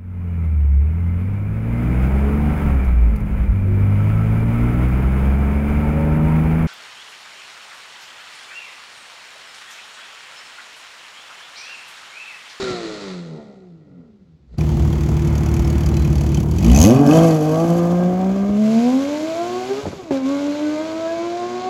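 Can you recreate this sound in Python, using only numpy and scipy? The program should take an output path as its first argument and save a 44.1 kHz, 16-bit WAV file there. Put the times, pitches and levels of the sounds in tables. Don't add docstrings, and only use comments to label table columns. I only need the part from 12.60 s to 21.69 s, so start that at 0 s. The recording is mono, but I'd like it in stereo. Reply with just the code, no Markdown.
import sys
import numpy as np
from scipy import signal
from scipy.fft import rfft, irfft, next_fast_len
from scipy.io import wavfile
from scipy.ndimage import uniform_filter1d

SR = 44100
rng = np.random.default_rng(int(sys.argv[2]) if len(sys.argv) > 2 else 0)


def master_out(mix):
    frames = np.transpose(np.atleast_2d(mix))
    ceiling = np.clip(frames, -1, 1)
    pcm = np.round(ceiling * 32767).astype(np.int16)
    wavfile.write(sys.argv[1], SR, pcm)


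N = 400869

# (time [s], firing rate [Hz])
COAST_SPEED = [(0.0, 394), (0.09, 373), (0.25, 336), (0.55, 270.7), (0.85, 214.4), (1.0, 189.2),
               (1.3, 142.5), (1.6, 96.8), (1.75, 76.4), (1.93, 59)]
IDLE_SPEED = [(1.97, 38.17), (2.056, 37.86), (3.1, 37.36), (3.5, 37.5), (3.72, 36.56), (3.81, 34.59)]
LAUNCH_SPEED = [(3.92, 38.56), (3.99, 45.55), (4.054, 55.7), (4.1, 58.51), (4.2, 75.94), (4.3, 115.4),
                (4.38, 141.1), (4.49, 146.5), (4.56, 162.5), (4.63, 166.7), (4.8, 152.6)]
FIRST_GEAR_SPEED = [(4.88, 153.6), (5.07, 169.3), (5.48, 178.6), (5.95, 205.8), (6.2, 231), (6.33, 260.2),
                    (6.9, 358.4), (7.039, 375), (7.23, 425)]
SECOND_GEAR_SPEED = [(7.515, 278.3), (7.624, 260.2), (7.708, 278.2), (8.188, 308.6), (8.26, 319.8),
                     (8.34, 321.3), (9.09, 372)]
# (time [s], growl level [dB], gas rush level [dB])
COAST_LEVEL = [(0.0, -39.5, -32.5), (0.096, -36, -33.5), (0.18, -39, -37.5), (0.488, -44, -40.5),
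               (0.644, -49.5, -50.5), (0.782, -44.5, -58), (1.24, -73, -79), (1.86, -88, -87),
               (1.93, -71, -67)]
LAUNCH_LEVEL = [(3.8, -39, -42), (3.86, -40, -51.5), (4.0, -39.5, -40.5), (4.07, -33.5, -36.5),
                (4.17, -30.5, -33.5), (4.25, -30.5, -32.5), (4.44, -30, -45.5), (4.52, -26.5, -35),
                (4.59, -24.5, -33.5), (4.79, -33.5, -42), (5.19, -32.5, -42.5), (5.48, -35, -45.5),
                (5.92, -37.5, -43)]
# (start [s], closing time [s], reopening [s], opening time [s], growl loss [dB], rush loss [dB])
LIFTS = [(7.2, 0.28, 7.506, 0.0043, 12, 10.5), (7.575, 0.024, 7.625, 0.035, 4, 6.5)]
# (frequency [Hz], gain [dB])
COAST_NOTE = [(60, 15), (80, 17), (105, -5), (135, 15), (163, 18), (210, 6), (250, -1), (282, -6), (315, 3),
              (370, 13.5), (450, 12), (560, 8), (800, 1), (1500, -16)]
IDLE_NOTE = [(37, -1), (75, 20.5), (112, 13), (150, 18.5)]
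NEAR_NOTE = [(40, 6), (57, 22.5), (75, 19), (105, 17), (158, 13), (190, 19), (240, 19.5), (330, 11),
             (400, 6), (490, 9.5), (560, 5), (610, 2), (655, 10.5), (690, 0.5), (750, 6), (810, -18.5)]
FAR_NOTE = [(200, 24), (220, 20.5), (238, 22), (275, 15.5), (312, 11.5), (327, 5.5), (342, 7), (355, 10),
            (378, 5), (396, 12), (420, 4), (550, 8.5), (610, 6), (690, 10), (750, 2.5), (820, -6.5),
            (950, -8), (1060, 0), (1095, 0), (1160, -4), (1500, -12.5)]
# (coasting gain [dB], far gain [dB], straining gain [dB])
HARMONIC_STRENGTH = [(0.5, 0, -1.5), (-9.5, -.5, -0.5), (-9, -0.5, -0.5), (-9.5, -2.5, -5.5)]
# (frequency [Hz], gain [dB])
IDLE_OVERTONES = [(186, 0), (224, 12), (261, 3.5), (298, 4.5), (336, 14), (373, -2.5), (410, -5.5),
                  (480, -11.5)]
NEAR_OVERTONES = [(500, 13.5), (760, 8), (900, -2), (1200, 2), (1380, -18.5), (1580, -9.5), (1800, -18),
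                  (2200, -15), (3000, -24.5)]
FAR_OVERTONES = [(1080, -13), (1250, -18), (1450, -12), (1650, -18), (1850, -29)]
# (frequency [Hz], gain [dB])
ECHO_HOWL = [(1200, -28), (1600, -21), (1850, -22.5), (2120, -15), (2600, -20.5), (3300, -20),
             (4200, -20.5), (5000, -25)]
# (frequency [Hz], gain [dB])
COAST_DRONE = [(100, -8), (142, -7), (156, 11), (170, 17), (200, 2.5), (245, -12), (325, -10), (375, 6),
               (440, -5), (550, -16), (1200, -18), (1370, -2), (1480, -8)]
NEAR_DRONE = [(190, -12), (225, 11.5), (245, 12), (275, -10), (350, -15)]
FAR_DRONE = [(140, 1), (190, -17.5), (228, -4.5), (245, 0), (290, -6.5)]
NEAR_RASP = [(480, -30), (600, -9.5), (750, -9), (860, -26), (1500, -35)]
CYLINDER_IMBALANCE = [0.55, -0.15, -0.31, 0.52, -0.53, -0.2]
# (frequency [Hz], relative level [dB])
COAST_PIPE = [(40, -5), (110, -3), (150, 11), (178, 22), (215, 15.5), (270, 9), (400, 19), (600, 11.5),
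              (900, 2.5), (1150, -3), (1420, 7), (1650, -47), (1900, 1.5), (4000, -51)]
IDLE_PIPE = [(30, -20), (45, 15.5), (62, 36), (88, 16), (130, 26.5), (165, 26), (212, 22), (280, 10.5),
             (338, 20.5), (385, 10.5), (560, 6), (720, 8), (1100, 1.5), (3000, -25.5)]
NEAR_PIPE = [(30, -38), (60, 6), (110, 7), (180, 4.5), (250, 15.5), (400, 5), (570, 9.5), (720, 13.5),
             (850, -0.5), (1200, 4), (1400, -7), (1600, -1.5), (1900, -27), (4000, -34)]
FAR_PIPE = [(30, -29), (60, -5), (110, 2), (170, 3), (230, 10), (400, 6.5), (620, 10), (800, 2.5),
            (1080, 6), (1350, -1), (1580, 3.5), (1850, -15), (2200, -10), (5000, -25)]
# (frequency [Hz], relative level [dB])
YARD_RUSH = [(300, -9), (900, -2), (1380, 9), (1600, -1.5), (1850, 5.5), (3000, -3.5), (4100, 3.5),
             (5400, -5), (7000, -9.5), (9500, -17.5), (11700, -32), (13000, -52)]
NEAR_RUSH = [(300, -30), (1200, -8), (1750, 2.5), (2200, 4.5), (2700, 1), (4200, -0.5), (5400, -3.5),
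             (7000, -5), (9000, -20), (12000, -18.5), (16000, -27)]
FAR_RUSH = [(300, -24), (1200, -21), (1800, -1.5), (2150, 3.5), (2800, -1.5), (4200, -2), (5400, -3.5),
            (7000, -4.5), (9000, -17), (12000, -13.5), (16000, -29)]
SPIT = [(500, -34), (1500, -16), (2600, -8), (3700, -8), (5200, -5), (6400, -3), (7800, -8), (9500, -14.5),
        (11500, -6.5), (13500, -16.5), (16000, -25)]
# (time [s], relative boom level [dB], relative bark level [dB])
THUMPS = [(0.02, -23.5, -30), (0.105, -22.5, -35), (4.466, -13, -22), (5.894, -19.5, -24),
          (7.235, -26, -37), (7.255, -26, -22), (7.264, -27, -21), (7.277, -22.5, -30), (7.329, -32.5, -26),
          (7.36, -36, -36), (7.429, -35, -32), (7.455, -38.5, -34), (7.508, -22.5, -16)]
# (frequency [Hz], relative level [dB])
BOOM = [(30, -23.5), (70, -6.5), (190, -2.5), (300, -7), (900, -26.5), (8000, -57)]
BARK = [(150, -21), (330, 7), (480, 4.5), (820, -1.5), (1300, -12), (2200, -25), (8000, -51), (16000, -75)]
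# (time [s], relative level [dB])
CRACKS = [(4.465, -30), (4.498, -32)]
# (frequency [Hz], bandwidth [Hz], gain [dB])
TAILPIPE_MODES = [(2550, 81, 12.5), (3045, 48, 9), (4600, 63, 8), (5800, 60, 3.5), (6370, 51, 1),
                  (6720, 62, -4.5)]
SHEET_MODES = [(2050, 40, -8), (2530, 57, -0.5), (2910, 170, -9), (4580, 37, -10.5), (5550, 73, -10)]
# (frequency [Hz], relative level [dB])
RATTLE = [(500, -45), (2000, -12.5), (4500, -9.5), (5600, -7), (6350, 5.5), (7200, -12), (9000, -18),
          (11500, -8), (16000, -24)]
# (time [s], relative peak level [dB], frequency [Hz])
CLINKS = [(1.9834, -26, 4620), (2.0088, -24, 2411), (2.3274, -29, 3160), (2.7796, -24, 6430),
          (2.9397, -26.5, 6180), (2.9652, -24, 2420), (3.0454, -28, 5360), (3.1009, -26.5, 4470),
          (3.261, -23, 4853), (3.3676, -25, 4040), (3.4471, -25.5, 2530), (3.5813, -25, 4520),
          (3.7451, -19.5, 6240), (3.7716, -25, 3090), (4.046, -20.5, 2510), (4.0991, -21, 3010),
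          (4.147, -12, 6120), (4.1607, -12, 6190), (4.1754, -16, 7030), (4.2018, -6.5, 6400),
          (4.2152, -3.5, 6390), (4.2274, -9, 6700), (4.4726, -19.5, 5250), (4.5111, -13, 2600),
          (4.5345, -19, 3080), (4.588, -21, 3220), (4.7087, -19, 4362)]
# (frequency [Hz], coherence [0-1])
COHERENCE = [(200, 1), (500, 0.82), (1000, 0), (2000, 0.05), (4000, 0.71), (5500, 0.25), (6500, 0.9),
             (16000, 1)]
# (frequency [Hz], lag [rad])
CLOSE_PHASE = [(100, 0.056), (500, 0.39), (1000, 1.03), (3500, 0.88), (3900, 4.4), (5000, 4.9),
               (6200, 6.26)]
TREBLE_PHASE = [(7700, 0), (9000, -3.14), (10500, -6.28), (11800, -6.28), (13300, -9.42), (14500, -12.57)]
# (frequency [Hz], level difference [dB])
CLOSE_BALANCE = [(100, 0.5), (300, -1.5), (800, 1.5), (1500, 0.5), (2500, 1), (3300, 7), (4500, 0)]
# (frequency [Hz], relative level [dB])
PASSING_TYRES = [(300, 0), (800, 2.5), (1400, 1.5), (1750, -4.5), (2200, 0), (2900, -17), (6000, -30),
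                 (16000, -52)]
YARD_TYRES = [(25, -13), (60, -3), (130, 0.5), (250, -1), (380, -11.5), (600, -21), (1500, -28),
              (5000, -34.5), (12000, -58)]
ROAD_TYRES = [(25, -12), (60, -5.5), (130, -0.5), (250, 2.5), (380, -6), (600, -14), (1500, -26.5),
              (5000, -35), (12000, -58)]

# (start [s], end [s])
TO_OVERRUN, TO_ROAD, TO_LAUNCH, TO_THROTTLE = (0.21, 1.1), (1.962, 1.98), (4.05, 4.14), (4.06, 4.28)
TO_FAR, GEAR_OUT, GEAR_IN = (5.79, 6.134), (7.2, 7.23), (7.505, 7.509)
# (start [s], attack [s], hold [s], release [s])
COAST_SURGE, SECOND_HARMONIC_SURGE = (1.136, 0.13, 0.18, 0.27), (1.107, 0.14, 0.22, 0.7)
STRAIN = (4.08, 0.1, 0.25, 0.3)
# (low [Hz], high [Hz])
BOOM_BAND, BARK_BAND, GROWL_BAND = (50, 200), (350, 1000), (700, 1700)
HISS_BAND, RUSH_BAND, SPIT_BAND = (1800, 3000), (2000, 5000), (5500, 8000)
IDLE_FROM_S, IDLE_TO_S, IDLE_GROWL_DB, IDLE_RUSH_DB = 1.985, 3.63, -40, -43.5
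FULL_FROM_S, FULL_GROWL_DB, FULL_RUSH_DB = 6.06, -34, -38


def exhaust_note(cycles, rate, growl_db, flutter=0.14, scatter_rad=0.16):
    yard, close, far = places()
    distant, launched, strain, shifting = 1 - close, ramp(*TO_LAUNCH), swell(*STRAIN), out_of_gear()
    pipes = [(yard, COAST_NOTE), (1 - yard - launched, IDLE_NOTE),
             (launched - far, NEAR_NOTE), (far, FAR_NOTE)]
    overrun = yard * ramp(*TO_OVERRUN) + shifting
    stutter = from_db(3.9 * overrun * drift(40) - 5 * shifting)
    out = np.zeros((2, N))
    for k, (coast_db, far_db, strain_db) in enumerate(HARMONIC_STRENGTH, 1):
        level_db = growl_db + sum(share * at_hz(pipe, k * rate) for share, pipe in pipes)
        level_db += yard * coast_db + far * far_db + strain * strain_db
        if k == 2:
            level_db += 27.5 * yard * swell(*SECOND_HARMONIC_SURGE)
        phase = 2 * np.pi * k * (cycles + k / 7) + scatter_rad * k * distant * drift(3.7) * [[1], [-1]]
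        reflected = flutter * k * distant
        paths = (1 + reflected * (drift(11) + 1j * drift(11))) / np.sqrt(1 + 2 * reflected ** 2)
        level_db += 1.6 * drift(28) + 3.5 * strain * drift(60)
        out += np.sqrt(2) * from_db(level_db) * np.abs(paths) * np.sin(phase + np.angle(paths))
    return rev_limiter() * stutter * out


def firing_rate(hang_s=0.1, snatch_s=0.015, snatch_hz=28.01):
    shift_s, top_rate = FIRST_GEAR_SPEED[-1]
    bite_s, bite_rate = SECOND_GEAR_SPEED[0]
    shift = [(shift_s + hang_s, top_rate), (bite_s - snatch_s, bite_rate + snatch_hz)]
    stretches = [COAST_SPEED, IDLE_SPEED, LAUNCH_SPEED, FIRST_GEAR_SPEED, shift, SECOND_GEAR_SPEED]
    return in_time(np.vstack(stretches))[0]


def firing_cycles(rate, one_firing_s=4.2015):
    shake = (0.004 + 0.012 * swell(*STRAIN)) * drift(45)
    cycles = np.cumsum(rate * (1 + shake)) / SR
    return cycles - cycles[int(one_firing_s * SR)] % 1


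def exhaust_levels(growl_fade_db_per_s=0.5, rush_fade_db_per_s=1.05):
    coast_end = [(IDLE_FROM_S - 0.015, *COAST_LEVEL[-1][1:])]
    idle = [(s, IDLE_GROWL_DB, IDLE_RUSH_DB) for s in (IDLE_FROM_S, IDLE_TO_S)]
    full = [(FULL_FROM_S, FULL_GROWL_DB, FULL_RUSH_DB)]
    growl_db, rush_db = in_time(np.vstack([COAST_LEVEL, coast_end, idle, LAUNCH_LEVEL, full]))
    growl_db -= growl_fade_db_per_s * since(FULL_FROM_S)
    rush_db -= rush_fade_db_per_s * since(FULL_FROM_S)
    for start, closing_s, reopens, opening_s, growl_loss_db, rush_loss_db in LIFTS:
        closed = ramp(start, start + closing_s) - ramp(reopens, reopens + opening_s)
        growl_db -= growl_loss_db * closed
        rush_db -= rush_loss_db * closed
    return growl_db, rush_db


def rev_limiter(start_s=7.083, end_s=7.36, cut_hz=13.99, swing_db=4.5):
    active = ramp(start_s - 0.03, start_s) - ramp(end_s, end_s + 0.033)
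    return from_db(-swing_db * active * np.cos(2 * np.pi * cut_hz * since(start_s)))


def overtones(cycles, rate, pipe, fade_db, wander, highest=13):
    out = np.zeros(N)
    for k in range(5, highest + 1):
        gain = from_db(at_hz(pipe, k * rate) + fade_db * drift(14))
        out += gain * np.sin(2 * np.pi * (k * cycles + rng.random() + wander * drift(60)))
    return out


def howl(cycles, rate, rise_db_per_s=3.5, echo_pitch=0.96):
    _, close, far = places()
    idling, _ = near_loads()
    idle = overtones(cycles, rate, IDLE_OVERTONES, fade_db=1.5, wander=0.011)
    launch = from_db(-5.5) * overtones(cycles, rate, NEAR_OVERTONES, fade_db=4.5, wander=0.093)
    direct = overtones(cycles, rate, FAR_OVERTONES, fade_db=5, wander=0.045, highest=7)
    direct *= from_db(-5 + rise_db_per_s * since(FULL_FROM_S))
    echo = overtones(echo_pitch * cycles, echo_pitch * rate, ECHO_HOWL, fade_db=3.5, wander=0.1,
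                     highest=15)
    return idling * idle + ramp(4.095, 4.24) * close * launch + (far - out_of_gear()) * (direct + echo)


def drone(cycles, rate, waver_db=1.5):
    def partials(pipe, thirds):
        out = np.zeros(N)
        for order in np.array(thirds) / 3:
            gain = from_db(at_hz(pipe, order * rate) + waver_db * drift(25))
            out += np.sqrt(2) * gain * np.sin(2 * np.pi * order * cycles)
        return out

    yard, _, far = places()
    _, pulling = near_loads()
    boom = yard * partials(COAST_DRONE, [2, 4, 11])
    boom += pulling * partials(NEAR_DRONE, [5])
    boom += (far - out_of_gear()) * partials(FAR_DRONE, [2])
    rasp = from_db(7 * swell(*STRAIN)) * partials(NEAR_RASP, [10, 11, 13, 14, 16, 17, 19])
    return boom + pulling * rasp


def pipe_pulses(cycles, rate, pipe, rough, turbulence, smear_s):
    firings = firing_samples(cycles)
    chance = rng.standard_normal((4096, 2))[:len(firings)].T
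    strength = np.resize(CYLINDER_IMBALANCE, len(firings)) * [[1], [0]] + rough * chance
    pulses = np.zeros((2, N))
    pulses[:, firings] = strength * np.sqrt(SR / rate[firings])
    eddies = turbulence * rng.standard_normal((2, N)) * np.sqrt(3) * (1 - cycles % 1)
    rms = np.sqrt(np.var(CYLINDER_IMBALANCE) + rough ** 2 + turbulence ** 2)
    return stereo((pulses + eddies) / rms, minimum_phase(pipe, GROWL_BAND) * dispersion(smear_s))


def dispersion(smear_s, step_hz=45):
    hz = bins()
    delays = smear_s * rng.exponential(1, 1024)
    delay = np.interp(hz / step_hz, np.arange(len(delays)), delays)
    return np.exp(-2j * np.pi * np.cumsum(delay) * hz[1])


def burble(cycles, rate, coast_boost_db, sputter_db=4):
    yard, _, far = places()
    idling, pulling = near_loads()
    coast = pipe_pulses(cycles, rate, COAST_PIPE, rough=0.19, turbulence=0.29, smear_s=0.0055)
    idle = pipe_pulses(cycles, rate, IDLE_PIPE, rough=0.13, turbulence=0.7, smear_s=0.0087)
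    launch = pipe_pulses(cycles, rate, NEAR_PIPE, rough=0.38, turbulence=0.44, smear_s=0.00301)
    shift_db = out_of_gear() * (sputter_db * drift(50) - 0.5)
    leaving = pipe_pulses(cycles, rate, FAR_PIPE, rough=0.21, turbulence=0.29, smear_s=0.005)
    return (from_db(coast_boost_db - 4.5) * yard * coast + from_db(2.5) * idling * idle
            + from_db(2 + swell(*STRAIN)) * pulling * launch + from_db(shift_db - 4) * far * leaving)


def pulsed_noise(cycles, rate, response, decay_s, steady, uneven_db):
    strength = from_db(uneven_db * rng.standard_normal(4096))[cycles.astype(int)]
    age = (cycles % 1) / rate / decay_s
    envelope = steady + strength * np.sqrt(age) * np.exp(-age)
    envelope /= np.sqrt(uniform_filter1d(envelope ** 2, SR // 9))
    return stereo(envelope * rng.standard_normal((2, N)), response)


def gas_rush(cycles, rate):
    yard, close, far = places()
    nearby = pulsed_noise(cycles, rate, minimum_phase(NEAR_RUSH, RUSH_BAND),
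                          decay_s=0.0026, steady=0.49, uneven_db=4)
    leaving = pulsed_noise(cycles, rate, minimum_phase(FAR_RUSH, RUSH_BAND),
                           decay_s=0.00076, steady=0.3, uneven_db=2.5)
    coast = pulsed_noise(cycles / 3, rate / 3, minimum_phase(YARD_RUSH, RUSH_BAND),
                         decay_s=0.003, steady=0.64, uneven_db=2.5)
    return from_db(-1.5) * close * nearby + from_db(-1.26) * far * leaving + from_db(0.2) * yard * coast


def spit(cycles, rate, rush_db, build_db=9.5, fade_db_per_s=29):
    _, close, _ = places()
    jets = pulsed_noise(cycles, rate, spit_response(), decay_s=0.0034, steady=0.008, uneven_db=3.5)
    level_db = -48.5 + 1.06 * (rush_db - IDLE_RUSH_DB)
    level_db -= build_db * (1 - ramp(IDLE_FROM_S, IDLE_FROM_S + 1))
    level_db -= fade_db_per_s * since(5.12)
    return close * from_db(level_db) * (jets + from_db(-7) * jangle(cycles, rate))


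def spit_response():
    return minimum_phase(SPIT, SPIT_BAND) * (1 + modal_response(TAILPIPE_MODES))


def thumps():
    def bursts(levels_db, response, decay_s):
        t, envelope = np.arange(N) / SR, np.zeros(N)
        for s, db in zip(times, levels_db):
            envelope += from_db(db) * (t >= s) * np.exp(-np.clip((t - s) / decay_s, 0, 20))
        return stereo(envelope * rng.standard_normal((2, N)), response)

    times, boom_db, bark_db = np.transpose(THUMPS)
    boom = bursts(boom_db - 6.5, minimum_phase(BOOM, BOOM_BAND), decay_s=0.018)
    return boom + bursts(bark_db, minimum_phase(BARK, BARK_BAND), decay_s=0.0077)


def cracks(decay_s=0.0018):
    age, envelope = np.arange(SR // 20) / SR, np.zeros(N)
    for s, db in list(CRACKS) + [(s, db - 16.5) for s, db, _ in CLINKS]:
        add(envelope, s, from_db(db) * np.exp(-age / decay_s))
    return stereo(envelope * rng.standard_normal((2, N)), spit_response())


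def rattle(cycles, rate):
    knocks = pulsed_noise(cycles, rate, minimum_phase(RATTLE, SPIT_BAND),
                          decay_s=0.001, steady=0.02, uneven_db=0)
    return from_db(-21.5) * swell(4.115, 0.1, 0.022, 0.12) ** 2 * knocks


def clatter(cycles, rate):
    knocks = pulsed_noise(cycles, rate, modal_response(SHEET_MODES),
                          decay_s=0.0015, steady=0.0092, uneven_db=6.5)
    return from_db(-11) * swell(4.0, 0.19, 0.068, 0.29) * knocks


def clinks(chatter_s=0.0031):
    age, out = np.arange(SR // 20) / SR, np.zeros(N)
    for s, db, hz in CLINKS:
        contacts = rng.standard_normal(len(age)) * np.exp(-age / chatter_s)
        clink = ring(contacts, hz, width_hz=120)
        add(out, s, from_db(db - 3.5) * clink / np.abs(clink).max())
    return out


def jangle(cycles, rate, uneven_db=6):
    firings, out = firing_samples(cycles), np.zeros(N)
    for hz, width_hz, db in TAILPIPE_MODES:
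        chance = np.clip(rng.standard_normal(4096)[:len(firings)], -2, 2)
        knocks = np.zeros(N)
        knocks[firings] = from_db(db / 2 + uneven_db * chance) / np.sqrt(rate[firings])
        out += ring(knocks, hz, width_hz)
    return out / out.std()


def whistle(hz=4050, level_db=-45):
    cycles = np.cumsum(hz * (1 + 0.0031 * drift(30))) / SR
    return from_db(level_db) * swell(3.3, 0.05, 0.08, 0.06) * np.sin(2 * np.pi * cycles)


def close_on_left(car):
    balance = from_db(at_hz(CLOSE_BALANCE, bins()) * [[0.5], [-0.5]])
    return filtered(lag_right(car, CLOSE_PHASE), balance)


def air_absorption(car, near_hz=13900, far_hz=8450, receding_s=2.96):
    near, far = (filtered(car, 1 / (1 + (bins() / hz) ** 4)) for hz in (near_hz, far_hz))
    return near + (far - near) * ramp(FULL_FROM_S, FULL_FROM_S + receding_s)


def reverberation(x, t60_s=1.0, dull_hz=3000):
    t, hz = np.arange(SR) / SR, bins()
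    tail = rng.standard_normal((2, SR)) * from_db(-60 * t / t60_s) * (t > 0.012)
    tail /= np.sqrt(np.sum(tail ** 2, axis=1, keepdims=True))
    return filtered(x, rfft(tail, 2 * (len(hz) - 1)) / (1 + 1j * hz / dull_hz))


def passing_vehicle(nearest_s=2.98, width_s=0.77):
    envelope = np.exp(-((np.arange(N) / SR - nearest_s) / width_s) ** 2)
    hiss = stereo(rng.standard_normal((2, N)), minimum_phase(PASSING_TYRES, HISS_BAND))
    return envelope * hiss * from_db([[-43.5], [-46.5]])


def tyre_rumble(yard):
    noise = rng.standard_normal((2, N))
    in_yard = from_db(-57.5) * stereo(noise, minimum_phase(YARD_TYRES, BOOM_BAND))
    on_road = from_db(-54) * stereo(noise, minimum_phase(ROAD_TYRES, BOOM_BAND))
    return yard * in_yard + (1 - yard) * on_road


def places():
    road, far = ramp(*TO_ROAD), ramp(*TO_FAR)
    return 1 - road, road - far, far


def near_loads():
    throttle = ramp(*TO_THROTTLE)
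    return ramp(*TO_ROAD) - throttle, throttle - ramp(*TO_FAR)


def out_of_gear():
    return ramp(*GEAR_OUT) - ramp(*GEAR_IN)


def firing_samples(cycles):
    return np.flatnonzero(np.diff(np.floor(cycles)) > 0)


def ring(x, hz, width_hz):
    radius, angle = np.exp(-np.pi * width_hz / SR), 2 * np.pi * hz / SR
    return signal.lfilter([np.sin(angle)], [1, -2 * radius * np.cos(angle), radius ** 2], x + 1e-18)


def modal_response(modes):
    return sum(from_db(db) / (1 + 2j * (bins() - hz) / width) for hz, width, db in modes)


def minimum_phase(spectrum, band):
    hz = bins()
    gain = from_db(at_hz(spectrum, hz))
    gain /= np.sqrt(np.mean(gain ** 2 * (hz > band[0]) * (hz < band[1])))
    causal_window = np.r_[1, np.full(len(hz) - 2, 2), 1, np.zeros(len(hz) - 2)]
    return np.exp(rfft(irfft(np.log(gain)) * causal_window))


def stereo(pair, response):
    coherence = np.clip(at_hz(COHERENCE, bins()), 0, 1)
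    mid = filtered(pair[0], response * np.sqrt((1 + coherence) / 2))
    side = filtered(pair[1], response * np.sqrt((1 - coherence) / 2))
    return np.array([mid + side, mid - side])


def lag_right(x, phase):
    return np.array([x[0], filtered(x[1], np.exp(-1j * at_hz(phase, bins())))])


def filtered(x, response):
    return irfft(rfft(x, 2 * (response.shape[-1] - 1)) * response)[..., :N]


def bins():
    return np.fft.rfftfreq(2 * next_fast_len(N // 2 + SR // 8, True), 1 / SR)


def at_hz(points, hz):
    frequencies, values = np.transpose(points)
    return np.interp(np.log(hz + 1e-3), np.log(frequencies), values)


def in_time(rows):
    times, *columns = np.transpose(rows)
    return [np.interp(np.arange(N) / SR, times, column) for column in columns]


def drift(knots_per_s):
    knots = rng.standard_normal(4096)
    return np.interp(np.arange(N) / SR * knots_per_s, np.arange(len(knots)), knots) * np.sqrt(3 / 2)


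def swell(start, attack_s, hold_s, release_s):
    release = start + attack_s + hold_s
    return ramp(start, start + attack_s) - ramp(release, release + release_s)


def ramp(start, end):
    return np.minimum(since(start) / max(end - start, 1e-3), 1)


def since(start):
    return np.maximum(np.arange(N) / SR - start, 0)


def add(out, s, sound):
    start = int(s * SR)
    out[start:start + len(sound)] += sound


def from_db(db):
    return 10 ** (np.asarray(db) / 20)


def scene():
    yard, close, far = places()
    rate = firing_rate()
    cycles = firing_cycles(rate)
    growl_db, rush_db = exhaust_levels()
    carry_db = 10.5 * yard * since(0.86)
    boost_db = carry_db + 10.5 * swell(*COAST_SURGE)
    car = exhaust_note(cycles, rate, growl_db + carry_db)
    car += from_db(growl_db) * howl(cycles, rate)
    car += from_db(growl_db + boost_db) * drone(cycles, rate)
    car += from_db(growl_db) * burble(cycles, rate, boost_db)
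    car += from_db(rush_db) * gas_rush(cycles, rate)
    car += spit(cycles, rate, rush_db) + rattle(cycles, rate) + clatter(cycles, rate)
    car += thumps() + cracks() + clinks() + whistle()
    direct = close * close_on_left(car) + (1 - close) * air_absorption(car)
    reflected = reverberation(car * (from_db(-27) * yard + from_db(-12) * far))
    return direct + reflected + tyre_rumble(yard) + (1 - yard) * passing_vehicle()


def record(dry):
    wide = lag_right(dry, TREBLE_PHASE)
    limited = wide / (1 + (wide / 0.97) ** 6) ** (1 / 6)
    return signal.sosfilt(signal.ellip(10, 0.1, 80, 16000, fs=SR, output="sos"), limited)


dry = scene()
out = record(dry)
master_out(out)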